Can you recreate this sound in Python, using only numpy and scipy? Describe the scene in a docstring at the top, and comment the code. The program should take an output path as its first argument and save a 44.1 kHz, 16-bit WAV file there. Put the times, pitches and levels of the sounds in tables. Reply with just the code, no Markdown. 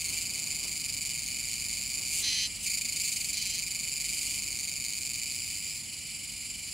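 """A thicket with cicadas. A near one sings in quick chirps of about four tymbal pulses, breaks off,
starts again and at last falls silent; shrill buzzes and harsh rasps cut in. Each pulse is a burst of
rib clicks, coloured by the body and scattered by trunks and leaves as sparse echoes. A neighbour and
a far chorus go on behind. Filtered noise makes the low outdoor rumble and the stirring leaves; a
repeated noise cycle and low sines make the faint throb and hum of a far engine."""
import sys
import numpy as np
from scipy import signal
from scipy.fft import rfft, irfft, next_fast_len
from scipy.io import wavfile

SR = 44100
rng = np.random.default_rng(int(sys.argv[2]) if len(sys.argv) > 2 else 0)


def wrap_up_sound(samples):
    """Save the sound to the file named by the first command line argument, as 16-bit audio."""
    columns = np.atleast_2d(samples).T
    # keep every value between -1 and 1, then stretch to whole-number steps
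    tamed = np.clip(columns, -1, 1)
    steps = np.round(tamed * 32767).astype(np.int16)
    wavfile.write(sys.argv[1], SR, steps)


N = 296793
TIME = np.arange(N) / SR  # s

# body ring of the neighbour and the chorus singers, relative: f/Hz, level/dB
FAR_BODY = [(1400, -54), (1850, -11), (2330, -3), (2650, -6), (2950, 2.5), (3500, -4), (4500, -1),
            (6300, -5.5), (7400, 3.5), (8500, -3.5), (9500, -1.5), (11000, -10), (12800, -19), (14800, -17)]


def gain_of(db):
    """Decibels to amplitude."""
    return 10 ** (np.asarray(db) / 20)


def evened(x):
    """Scales to rms 1."""
    return x / np.sqrt(np.mean(x ** 2) + 1e-20)


def along(curve, s):
    """Value of a (t/s, value) curve at the times s, linear between rows."""
    return np.interp(s, *np.transpose(curve))


def coloured(x, points):
    """Minimum-phase filter with the gain of a (f/Hz, level/dB) table, interpolated over log f."""
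    size = next_fast_len(2 * N)
    hz, db = np.transpose(points)
    bin_hz = abs(np.fft.fftfreq(size, 1 / SR))
    bin_db = np.interp(np.log(bin_hz + 1), np.log(hz + 1), db)
    log_gain = np.log(gain_of(bin_db))
    response = np.exp(np.conj(signal.hilbert(log_gain)))  # phase from the log gain
    return irfft(rfft(x, size) * response[:size // 2 + 1], size)[:N]


def drift(cutoff_hz):
    """Slow random wander of rms 1: noise below cutoff_hz."""
    spectrum = rfft(rng.standard_normal(N))
    return evened(irfft(spectrum * (np.fft.rfftfreq(N, 1 / SR) < cutoff_hz), N))


def stereo(mid, side):
    """Left and right from mid and side."""
    return np.array([mid + side, mid - side])


def tymbal(s, db, rib_hz, speed_up, uneven, fade_db, count):
    """In each pulse the ribs buckle in turn, ever faster; their rate makes the bands of the song."""
    rib = np.arange(count)
    chance = rng.standard_normal((len(s), 3, count))
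    rate_hz = rib_hz * (1 + speed_up * (rib / (count - 1) - .5))
    # one random share per rib, one per pulse
    gaps_s = (1 + uneven * chance[:, 0] + uneven * chance[:, 2, :1]) / rate_hz
    at_s = s[:, None] + np.cumsum(gaps_s, 1) - count / 2 / rib_hz
    arch = np.sin(np.pi * (rib + 1) / (count + 1))
    force = arch * gain_of(db[:, None] - fade_db * rib + 2 * chance[:, 1])
    fine = 4  # oversampling of the click times
    inside = (at_s > 0) & (at_s < N / SR)
    clicks = np.bincount((at_s[inside] * SR * fine).astype(int), force[inside], N * fine)
    return signal.resample_poly(clicks, 1, fine)[:N]


def chirps(starts_s, pulses, pulses_per_s, jitter_s, vary_db):
    """Times and levels of the pulses: each chirp is a short, slightly uneven volley."""
    uneven_chirps = .07  # spread of the pulse rate from chirp to chirp, share
    pace = pulses_per_s * np.exp(uneven_chirps * rng.standard_normal(len(starts_s)))
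    volleys = [start + np.arange(round(n)) / rate for start, n, rate in np.broadcast(starts_s, pulses, pace)]
    at_s = np.concatenate(volleys)
    late, strong = rng.standard_normal((len(at_s), 2)).T
    return at_s + jitter_s * late, vary_db * strong


def body_delay(x, hz, width_hz):
    """The body holds back the sound near a resonance, so each click rings on briefly (an all-pass)."""
    radius = np.exp(-np.pi * width_hz / SR)
    poles = [1, -2 * radius * np.cos(2 * np.pi * hz / SR), radius * radius]
    return signal.lfilter(poles[::-1], poles, x)


def thicket(x, wet_db, t60_s):
    """Direct sound plus sparse decaying echoes off trunks and leaves; rms 1."""
    # colour of the scattered side signal: f/Hz, side to mid/dB
    scatter_width = [(1000, -23), (2400, -9.5), (4600, -11), (7000, -13), (10000, -68), (14000, -45)]
    t = TIME[:SR // 2]
    shape = (2, len(t))
    # 3500 echoes per s of either sign, none in the first 0.4 ms
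    taps = rng.choice([-1., 1.], shape) * (rng.random(shape) < 3500 / SR) * (t > .0004)
    taps = taps * np.exp(-np.log(1000) * t / t60_s)
    taps = taps / np.linalg.norm(taps[0])
    mid, side = gain_of(wet_db) * signal.fftconvolve(x[None], taps, axes=1)[:, :N]
    return evened(stereo(x + mid, coloured(side, scatter_width)))


def phrase(start_s, end_s):
    """Start times of the near singer's chirps, one for each beat of its tempo."""
    # steady, but hurried around the break: t/s, chirps/(1/s)
    tempo = [(1.5, 23.79), (1.7, 22.9), (1.85, 24.9), (2.66, 26.6), (3.0, 26.6), (3.1, 23.8), (5.0, 23.8),
             (5.15, 24.4)]
    t = np.arange(start_s, end_s, 1 / SR)
    beats = np.cumsum(along(tempo, t)) / SR
    return np.interp(np.arange(beats[-1]), beats, t)


def near_cicada():
    """Crisp pulses from a branch close by, in a sizzle of their own treble scattered by the needles."""
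    # the two phrases: start/s, end/s
    phrases = [(.001, 2.2), (2.661, 5.77)]
    # effort: pulses crowd together around the break, then slacken: t/s, pulses/(1/s)
    effort = [(0, 169), (1.1, 144), (1.45, 122), (2.05, 120), (2.2, 200), (2.8, 290), (3.15, 230),
              (3.75, 185), (4.0, 142), (4.7, 145), (5.7, 110)]
    # under strain the chirps run on: t/s, pulses per chirp
    chirp_pulses = [(2.0, 4), (2.17, 7), (2.7, 7), (2.83, 4), (2.96, 4), (3.02, 8), (3.14, 4)]
    # body ring under each rib click, relative: f/Hz, level/dB
    near_body = [(1300, -53.5), (1750, -14), (2050, -6.5), (2320, -2.5), (2650, -2.5), (3500, 0), (4100, 3),
                 (4600, 3.5), (5900, 1.5), (6950, 4), (8400, 3.5), (9300, -1.5), (11000, -6.5),
                 (15000, -18)]
    # treble thrown about by the needles, relative: f/Hz, level/dB
    sizzle_colour = [(2000, -28), (4400, -15), (6000, -43), (7500, 21), (10000, -24), (12500, -6),
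                     (15000, 17)]
    fresh_db, fresh_s = 2, 0.93  # fresh strength after the break, and its decay time
    tires_at_s, fade_db_per_s = 5.17, 6.5
    fresh_rib_hz, rib_rise_hz_per_s = 2332, 190  # ribs click faster as it tires

    starts_s = np.concatenate([phrase(*row) for row in phrases])
    pulses, pulses_per_s = along(chirp_pulses, starts_s), along(effort, starts_s)
    s, db = chirps(starts_s, pulses, pulses_per_s, jitter_s=0.000501, vary_db=0.07)
    since_break_s = s - phrases[1][0]
    db = db + fresh_db * (since_break_s > -1 / SR) * np.exp(-abs(since_break_s) / fresh_s)
    tired_s = np.maximum(s - tires_at_s, 0)
    db = db - fade_db_per_s * tired_s
    rib_hz = fresh_rib_hz + rib_rise_hz_per_s * tired_s[:, None]
    clicks = tymbal(s, db, rib_hz, speed_up=.1, uneven=.022, fade_db=1.1, count=6)

    song = body_delay(coloured(clicks, near_body), hz=4560, width_hz=1650)
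    song = body_delay(song, hz=11500, width_hz=1200)
    song = body_delay(song, hz=14500, width_hz=800)
    sizzle = thicket(coloured(clicks, sizzle_colour), wet_db=42, t60_s=0.17)
    return gain_of(-37.0) * thicket(song, wet_db=-3.5, t60_s=0.054) + gain_of(-48.5) * sizzle


def buzz(rows, body):
    """Pulses run together, each sweeping upward through more ribs than in a chirp."""
    sag, slide_s = .12, 0.036  # ribs start slow by this share and slide up to pitch
    fall_s = 0.022
    times, levels, pitches = [], [], []
    for start, end, first, last, rise, db in rows:
        count = round((end - start) * (first + last) / 2)
        s = start + np.cumsum(1 / np.linspace(first, last, count))
        swell = np.clip(np.minimum((s - start) / rise, (end - s) / fall_s), .01, 1)
        times.append(s + .00007 * rng.standard_normal(len(s)))  # slightly uneven, hence harsh
        levels.append(db + 20 * np.log10(swell))
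        pitches.append(2457 * (1 - sag * np.exp(-(s[:, None] - start) / slide_s)))
    clicks = tymbal(np.concatenate(times), np.concatenate(levels), np.concatenate(pitches),
                    speed_up=0.548, uneven=0.011, fade_db=1.8, count=9)
    ringing = body_delay(coloured(clicks, body), hz=4230, width_hz=1200)
    return thicket(ringing, wet_db=-3.5, t60_s=0.041)


def rasps():
    """Throaty rasps, and the shrill buzzes that lead into them or come alone: two body colours."""
    # calls, relative level: start/s, end/s, first pulses/(1/s), last pulses/(1/s), rise/s, level/dB
    rasp_calls = [(2.215, 2.478, 240, 211, 0.027, -5.5), (3.31, 3.62, 216, 172, 0.046, -13)]
    shrill_calls = [(0, .26, 340, 210, 0.0049, -11.5), (2.07, 2.24, 190, 285, 0.07, -4.5),
                    (2.615, 2.665, 215, 250, 0.023, -3.5), (2.9, 3.33, 200, 216, 0.096, -10),
                    (4.02, 4.4, 180, 210, 0.062, -10)]
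    # body ring, relative: f/Hz, level/dB
    rasp_body = [(1200, -58), (1650, -16), (2200, -4), (2600, -6), (3080, 5.5), (3500, -1), (4050, 6.5),
                 (4600, 0), (5300, -1.5), (6400, 1.5), (7000, -22), (10000, -10), (12000, -24),
                 (15000, -28)]
    shrill_body = [(1400, -44), (2000, -36), (2550, -7), (2980, 0), (3400, -3.5), (4600, -21), (6000, -4.5),
                   (7000, -2.5), (8300, -1), (9600, -3.5), (11200, -8.5), (12400, -11), (14000, -19),
                   (15500, -20)]
    throaty = gain_of(-44.0) * buzz(rasp_calls, rasp_body)
    shrill = gain_of(-47.5) * buzz(shrill_calls, shrill_body)
    return throaty + shrill


def neighbour():
    """A second singer deeper in the leaves at one even pace, its pulses blurred by strong echoes."""
    start_s, chirps_per_s, pulses_per_s = .003, 22.8, 205
    starts_s = np.arange(start_s, N / SR, 1 / chirps_per_s)
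    s, db = chirps(starts_s, 6, pulses_per_s, jitter_s=.0008, vary_db=0.7)
    clicks = tymbal(s, db, rib_hz=2440, speed_up=0.093, uneven=0.044, fade_db=5.5, count=5)
    return gain_of(-43.5) * thicket(coloured(clicks, FAR_BODY), wet_db=9, t60_s=.04)


def chorus(count=5):
    """Distant singers, each at its own pace, merge into a sizzle."""
    # swell of the chorus: t/s, level/dB
    chorus_level = [(0, -39), (.8, -40), (2, -39.5), (2.55, -39.5), (3.1, -39), (3.7, -41.5), (4.25, -36.5),
                    (4.7, -43), (5.3, -40), (5.9, -41.5), (6.73, -40.5)]
    clicks = np.zeros(N)
    for pace, pitch, start in rng.uniform(-1, 1, (count, 3)):
        chirps_per_s = 23 + 2 * pace
        starts_s = np.arange((start - 1) / chirps_per_s, N / SR, 1 / chirps_per_s)
        s, db = chirps(starts_s, 5, 143, jitter_s=.00096, vary_db=3.5)
        clicks += tymbal(s, db, rib_hz=2370 + 50 * pitch, speed_up=0.14, uneven=0.047,
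                         fade_db=-0.9, count=5)
    scattered = thicket(coloured(clicks, FAR_BODY), wet_db=12, t60_s=.25)
    return gain_of(along(chorus_level, TIME)) * scattered


def rumble_and_throb():
    """Low outdoor noise with a far engine in it; the engine's repeated cycle gives a comb of lines."""
    # noise colour, relative: f/Hz, level/dB
    rumble_colour = [(18, -61), (38, -34.5), (46, -0.5), (90, -4.5), (130, -4.5), (215, -8), (295, -12),
                     (410, -18.5), (730, -18.5), (920, -21.5), (1600, -23), (2100, -19.5), (3500, -91)]
    # f/Hz, side to mid/dB
    rumble_width = [(60, -22), (110, -18.5), (200, -14.5), (380, -5.5), (700, -2.5), (1290, -0.5),
                    (2380, -12), (4400, -10), (8120, -16), (15000, -38)]
    # slow level change: t/s, level/dB
    rumble_swell = [(0, 0.5), (4.7, -1), (6, -3)]
    mid, side = rng.standard_normal((2, N))
    cycle = rng.standard_normal(round(SR / 11.27))  # uneven engine cycle, 11.27 per s
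    throb = coloured(np.resize(cycle, N), [(200, 1), (500, -12.0)])
    mid = coloured(mid + throb, rumble_colour)
    side = coloured(coloured(side, rumble_width), rumble_colour)
    return gain_of(-52 + along(rumble_swell, TIME)) * evened(stereo(mid, side))


def engine_hum():
    """Low sine lines of the far engine, each wandering by 0.4 Hz rms."""
    # f/Hz, rms level/dB
    hum_lines = [(45.1, -63.5), (90.2, -60), (210, -69.5), (293, -72.5)]
    hum = np.zeros(N)
    for hz, db in hum_lines:
        phase = 2 * np.pi * np.cumsum(hz + .4 * drift(4.3)) / SR
        hum += gain_of(db) * evened(np.sin(phase))
    return hum


def leaf_stirs():
    """Soft stirrings of air in the leaves: coloured noise under bell-shaped swells."""
    # centre/s, length/s, level/dB
    stir_events = [(0.125, 0.11, -55), (.33, 0.17, -59.5), (0.477, .12, -57.5), (.66, 0.17, -54.5),
                   (2.01, 0.086, -56.5), (2.221, 0.22, -57.5), (4.4, 0.86, -62.5)]
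    # noise colour, relative: f/Hz, level/dB
    stir_colour = [(80, -23), (170, -1.5), (320, 5.5), (500, -5), (1250, -7.5), (2000, -21.5), (4000, -46)]
    swell = sum(gain_of(db) * np.exp(-(2 * (TIME - s) / length) ** 2) for s, length, db in stir_events)
    mid, side = rng.standard_normal((2, N))
    return swell * evened(stereo(coloured(mid, stir_colour), 0.53 * coloured(side, stir_colour)))


def scene():
    """Sums the sources; the singers sit a little to the right, the stirring leaves to the left."""
    # f/Hz, left minus right/dB
    balance = [(100, -1), (250, 0), (550, 3), (1200, .2), (2400, -.7), (4600, -1.3), (7000, -.9),
               (8200, -.1), (10000, 0)]
    singers = near_cicada() + rasps() + neighbour() + chorus()
    both = singers + rumble_and_throb() + engine_hum() + leaf_stirs()
    left = coloured(both[0], [(hz, db / 2) for hz, db in balance])
    right = coloured(both[1], [(hz, -db / 2) for hz, db in balance])
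    return np.array([left, right])


def record(dry):
    """The recorder's band limit: a linear-phase low-pass."""
    edge_hz = 15700
    lowpass = signal.firwin(511, edge_hz, window=("kaiser", 9), fs=SR)
    return signal.oaconvolve(dry, lowpass[None], "same")


dry = scene()
out = record(dry)
wrap_up_sound(out)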